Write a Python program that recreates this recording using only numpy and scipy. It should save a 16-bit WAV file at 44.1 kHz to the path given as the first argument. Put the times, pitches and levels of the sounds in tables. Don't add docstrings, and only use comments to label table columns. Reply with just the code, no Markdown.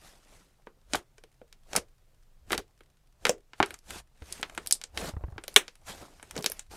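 import sys
import numpy as np
from scipy import signal
from scipy.fft import rfft, irfft, next_fast_len
from scipy.io import wavfile
from scipy.ndimage import uniform_filter1d, map_coordinates

SR = 44100
rng = np.random.default_rng(int(sys.argv[2]) if len(sys.argv) > 2 else 0)


def materialize(psi):
    bounded = np.clip(np.atleast_2d(psi).T, -1, 1)
    quanta = np.round(bounded * 32767).astype(np.int16)
    wavfile.write(sys.argv[1], SR, quanta)


N = 298116

# (frequency [Hz], time to fade by 60 dB [s])
NEAR_ECHO = [(200, 0.04), (2000, 0.039), (10000, 0.018)]
# (frequency [Hz], time to fade by 60 dB [s])
ROOM_ECHO = [(300, 0.18), (10000, 0.093)]
# (time [s], level [dB], pitch [Hz], boom [dB], snap [dB])
AIR_POCKETS = [(0.671, -20, 750, 4, -36), (0.935, -5, 2640, 5, -5), (0.9474, -1.5, 970, -36, -48),
               (0.9548, -10.5, 4500, -2, -24), (1.182, -33.5, 1800, 3, -4), (1.238, -31, 2050, 7, -9),
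               (1.4159, -34, 820, 13.5, -30), (1.527, -28, 3900, -19, -52), (1.7322, -15.5, 2600, 6, -5),
               (1.7534, -6, 795, -3, -12), (1.7629, -2.5, 2850, -27, 5), (1.766, -9, 2420, -34, 5),
               (1.7702, -25, 3000, -20, -6), (1.7753, -11.5, 2310, 8.5, -28), (2.499, -30, 5500, -15, -22),
               (2.5064, -8.5, 1165, -6, -24), (2.517, -21.5, 2000, 12, -5), (2.5206, -5, 3500, -3, -6.5),
               (2.5303, -0.5, 1830, -27, -7.5), (2.544, -18.5, 2500, 8.5, -17),
               (2.549, -14.5, 2500, 8, -13), (2.5785, -10, 3000, -6, 0), (2.593, -22.5, 3480, 9, -5),
               (2.8074, -31.5, 1295, 3.5, -15), (3.253, 3.5, 2620, -5.5, -44), (3.2678, -3, 1500, -3, -12),
               (3.2939, -2.5, 3380, 9.5, 2.5), (3.534, -23.5, 1770, -7.5, -21), (3.6023, 7, 826, -3, -60),
               (3.628, 3.5, 1510, -5, -55), (3.6606, -38, 1920, -4, 16.5),
               (3.7068, -17.5, 2200, -2.5, -8.5), (3.742, -25, 2020, -11, 3.5),
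               (3.7894, -47, 2400, 2.5, 12.5), (3.9065, -15.5, 3070, -9.5, -2), (4.2221, -27, 1740, 5, -32),
               (4.325, -41.5, 3200, 1, 30.5), (4.4132, -38, 3310, 13, 13), (4.4296, -4.5, 2130, -5, -49),
               (4.4975, -24.5, 1700, -10, -8), (4.5497, -29, 2460, -20, -1), (4.5773, -8, 1570, -2, -7),
               (4.6622, -22.5, 2870, -20, 0), (4.6723, -26.5, 3940, -23, 17), (4.7101, -8.5, 4660, -36, 5),
               (4.7246, -19, 4590, -2.5, 27.5), (4.752, -32, 3770, -19, 5), (4.8148, -19.5, 3830, -59, -18),
               (4.8386, -19.5, 3500, -9, 3.5), (4.9751, -7, 3030, -40, -36),
               (5.381, -14.5, 1300, -0.5, -50), (5.4387, -19, 3320, -5, -4),
               (5.4804, -15.5, 3750, -2.5, 0.5), (5.5418, -32, 2940, -2, 8.5),
               (5.562, 17, 3480, -11.5, -2.5), (5.6808, -20, 2660, -7.5, -6.5),
               (5.755, -37.5, 2500, -25.5, 0.5), (6.198, -29, 1330, -19, -27.5),
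               (6.2283, -22.5, 1600, 0.5, -3), (6.3101, -20.5, 2500, -31, 0.5),
               (6.3556, -25, 3000, -13, -12), (6.365, -15.5, 1240, 10, -3.5), (6.3778, -18.5, 3500, 0, 2),
               (6.389, -24.5, 1110, 18, -2), (6.409, -25.5, 2500, -14, -1), (6.4253, -27.5, 4000, -18, 7),
               (6.436, -34, 4000, -18, 6), (6.4433, -7.5, 3800, 0, -6.5), (6.4614, -2, 4150, -6, -4.5),
               (6.499, -28, 3180, 7, 13), (6.5189, -16, 3630, -28, 7), (6.5939, -21, 3250, -20, 5.5)]


def pops():
    out, t = np.zeros(N + SR), np.arange(SR // 20) / SR
    film_band = signal.butter(2, [4500, 10500], "band", fs=SR)
    big_pocket_db = 20
    for start, db, hz, boom_db, snap_db in AIR_POCKETS:
        boom = ring(440 * np.exp(rng.normal(0, .1)), cycles=1.1, t=t)
        snap = signal.lfilter(*film_band, rng.standard_normal(len(t)) * np.exp(-t / .00012))
        pop = puff(hz, t) + amp(snap_db) * snap / np.linalg.norm(snap) + amp(boom_db) * boom
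        ringing = amp(db - big_pocket_db) * ring(hz, cycles=4, t=t)
        near = amp(-4) * np.roll(echo(NEAR_ECHO), round(.001 * SR))
        near[0] += .9
        near[round(.0013 * SR)] += .55
        room = amp(-13) * np.roll(echo(ROOM_ECHO), round(.008 * SR))
        heard = signal.fftconvolve(pop + ringing, near) + signal.fftconvolve(pop, room)
        out[round(start * SR):][:len(heard)] += amp(db) * heard
    bass_cut = signal.butter(2, 270, "high", fs=SR)
    return signal.lfilter(*bass_cut, out[:N])


# (frequency [Hz], relative level [dB])
CRACKLE_TONE = [(590, -31.5), (1000, -9), (1430, -2.5), (8850, -7.5), (12700, -14.5), (16000, -32.5)]
# (frequency [Hz], relative level [dB])
SQUELCH_TONE = [(80, -31.5), (150, 3.5), (300, 0.5), (700, 1), (1400, -8.5), (3000, -28.5)]
# (time of full strength [s], rise [s], hold [s], fade [s], crackle level [dB], squelch level [dB])
HAND_STROKES = [(0.064, 0.29, 0.011, 0.26, -56, -57), (0.328, 0.32, 0.024, 0.36, -61.5, -63.5),
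                (0.955, 0.06, 0.0053, 0.052, -38.5, -37.5), (1.767, 0.096, 0.02, 0.017, -40.5, -41),
                (2.529, 0.061, 0.019, 0.029, -43, -39.5), (2.586, 0.018, 0.014, 0.01, -63, -35),
                (3.283, 0.075, .01, 0.051, -44, -42), (3.592, 0.099, 0.16, 0.056, -60.5, -61),
                (3.907, 0.088, 0.087, 0.034, -47.5, -50), (4.3, 0.18, 0.1, 0.083, -52.5, -54.5),
                (4.476, 0.19, 0.2, 0.49, -63, -58.5), (4.981, 0.054, 0.11, 0.057, -44.5, -39),
                (5.164, 0.17, .25, 0.13, -93, -62), (5.52, 0.22, .05, 0.39, -61, -63.5),
                (5.882, 0.044, 0.021, 0.16, -44, -47.5), (5.986, 0.24, 0.038, 0.23, -56, -51.5),
                (6.195, 0.57, 0.16, 0.34, -64.5, -64.5), (6.375, 0.053, 0.0089, 0.059, -52, -37),
                (6.457, 0.13, .15, 0.083, -60, -64), (6.713, 0.019, .05, .1, -52, -50.5)]


def peeling():
    _, rises, _, fades, crackle_db, squelch_db = np.transpose(HAND_STROKES)
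    threads = patchy(grit(per_second=500, spread_db=1.5, life_s=.002, steady=1), depth_db=2)
    lumps = patchy(grit(per_second=120, spread_db=1.8, life_s=.004, steady=.6), depth_db=2.5)
    ticks = grit(per_second=14, spread_db=2, life_s=.002, steady=0)
    crackle = stroke_gain(crackle_db, rises, fades, rest_db=-81) * coloured(threads, CRACKLE_TONE)
    squelch = stroke_gain(squelch_db, rises, fades, rest_db=-78) * coloured(lumps, SQUELCH_TONE)
    return crackle + squelch + amp(-82) * coloured(ticks, CRACKLE_TONE)


def pushes():
    squelch_db = np.transpose(HAND_STROKES)[-1]
    push_db = -24.5 + .6 * squelch_db
    pressure = stroke_gain(push_db, rise_s=.16, fade_s=.1, rest_db=-73.5)
    rumble = coloured(rng.standard_normal(N), [(15, -18), (40, 8), (75, 7), (110, -2.5), (250, -65.5)])
    flutter = amp(wobble(per_second=27))
    return pressure * flutter * rumble


# (time [s], level [dB])
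LUMP_JOLTS = [(3.604, -10), (4.219, -12.5), (5.136, -8.5), (5.166, -3.5), (5.209, -14.5), (5.238, -1.5),
              (5.282, -12), (5.323, -11.5), (5.361, -16)]


def jolts():
    out, t = np.zeros(N + SR), np.arange(SR // 10) / SR
    for start, db in LUMP_JOLTS:
        smack = signal.fftconvolve(puff(hz=550, t=t), echo(NEAR_ECHO))[:len(t)]
        thud = ring(75.2 * np.exp(rng.normal(0, .21)), cycles=.83, t=t)
        out[round(start * SR):][:len(t)] += amp(db) * (thud + amp(-17.5) * smack)
    return out[:N]


# (frequency [Hz], relative level [dB])
HISS_TONE = [(12, -35.5), (20, 7), (86, -32), (123, -14), (228, -33.5), (1290, -40.5), (12100, -49),
             (16000, -47.5)]
# (frequency [Hz], level [dB])
MAINS_HUM = [(118.4, -86.5)]


def room_tone():
    t = np.arange(N) / SR
    hum = sum(np.sqrt(2) * amp(db) * np.sin(2 * np.pi * hz * t) for hz, db in MAINS_HUM)
    hiss_db = -61.5 + 1.6 * wobble(per_second=.77)
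    return amp(hiss_db) * coloured(rng.standard_normal(N), HISS_TONE) + hum


def puff(hz, t):
    u = 2 * np.pi * np.sqrt(2) * hz * t
    x = u * u * (3 - u) * np.exp(-u)
    return x / np.linalg.norm(x)


def ring(hz, cycles, t):
    phase = 2 * np.pi * hz * t
    x = np.sin(phase) * np.exp(-hz * t / cycles) * (1 - np.exp(-phase))
    return x / np.linalg.norm(x)


def echo(fade_times):
    hz, t, spectrum = signal.stft(rng.standard_normal(SR // 6), SR, nperseg=128)
    fade = amp(-60 * t / look_up(fade_times, hz)[:, None])
    x = signal.istft(spectrum * fade, SR, nperseg=128)[1]
    return x / np.linalg.norm(x)


def stroke_gain(levels_db, rise_s, fade_s, rest_db):
    t = np.arange(N) / SR
    swell_db = 30
    peaks, _, holds, *_ = np.transpose(HAND_STROKES)
    power = np.full(N, amp(2 * rest_db))
    for peak, hold, db, rise, fade in np.broadcast(peaks, holds, levels_db, rise_s, fade_s):
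        away = np.maximum(peak - t, 0) / rise + np.maximum(t - peak - hold, 0) / fade
        power += amp(2 * (db - swell_db * away))
    return np.sqrt(power)


def grit(per_second, spread_db, life_s, steady):
    flares = (rng.random(N) < per_second / SR) * amp(2 * spread_db * rng.exponential(size=N))
    power = signal.lfilter([1], [1, -np.exp(-1 / (life_s * SR))], flares)
    return np.sqrt(power / power.mean() + steady) * rng.standard_normal(N)


def patchy(x, depth_db):
    spectrum = signal.stft(x, nperseg=512)[2]
    patches = uniform_filter1d(rng.standard_normal(spectrum.shape), size=5, axis=0)
    patches = uniform_filter1d(patches, size=6, axis=1)
    return signal.istft(spectrum * amp(depth_db * unit(patches)), nperseg=512)[1][:N]


def wobble(per_second):
    values = rng.standard_normal(int(N * per_second / SR) + 4)
    return map_coordinates(values, [np.arange(N) * per_second / SR])


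def coloured(x, tone):
    return unit(filtered(x, lambda hz: amp(look_up(tone, hz))))


def filtered(x, gain_at):
    size = next_fast_len(N + SR // 2)
    return irfft(rfft(x, size) * gain_at(np.fft.rfftfreq(size, 1 / SR)), size)[:N]


def look_up(table, hz):
    frequencies, values = np.transpose(table)
    return np.interp(np.log(hz + 1), np.log(frequencies + 1), values)


def amp(db):
    return 10 ** (np.asarray(db) / 20)


def unit(x):
    return x / np.sqrt(np.mean(x ** 2) + 1e-20)


def scene():
    return (pops() + peeling() + pushes() + jolts() + room_tone())[None]


def record(dry):
    ceiling, top_hz, slope_hz = .92, 16800, 1800
    softened = dry[0] / (1 + np.abs(dry[0] / ceiling) ** 8) ** (1 / 8)
    return filtered(softened, lambda hz: np.clip((top_hz - hz) / slope_hz, 0, 1) ** 2)[None]


dry = scene()
out = record(dry)
materialize(out)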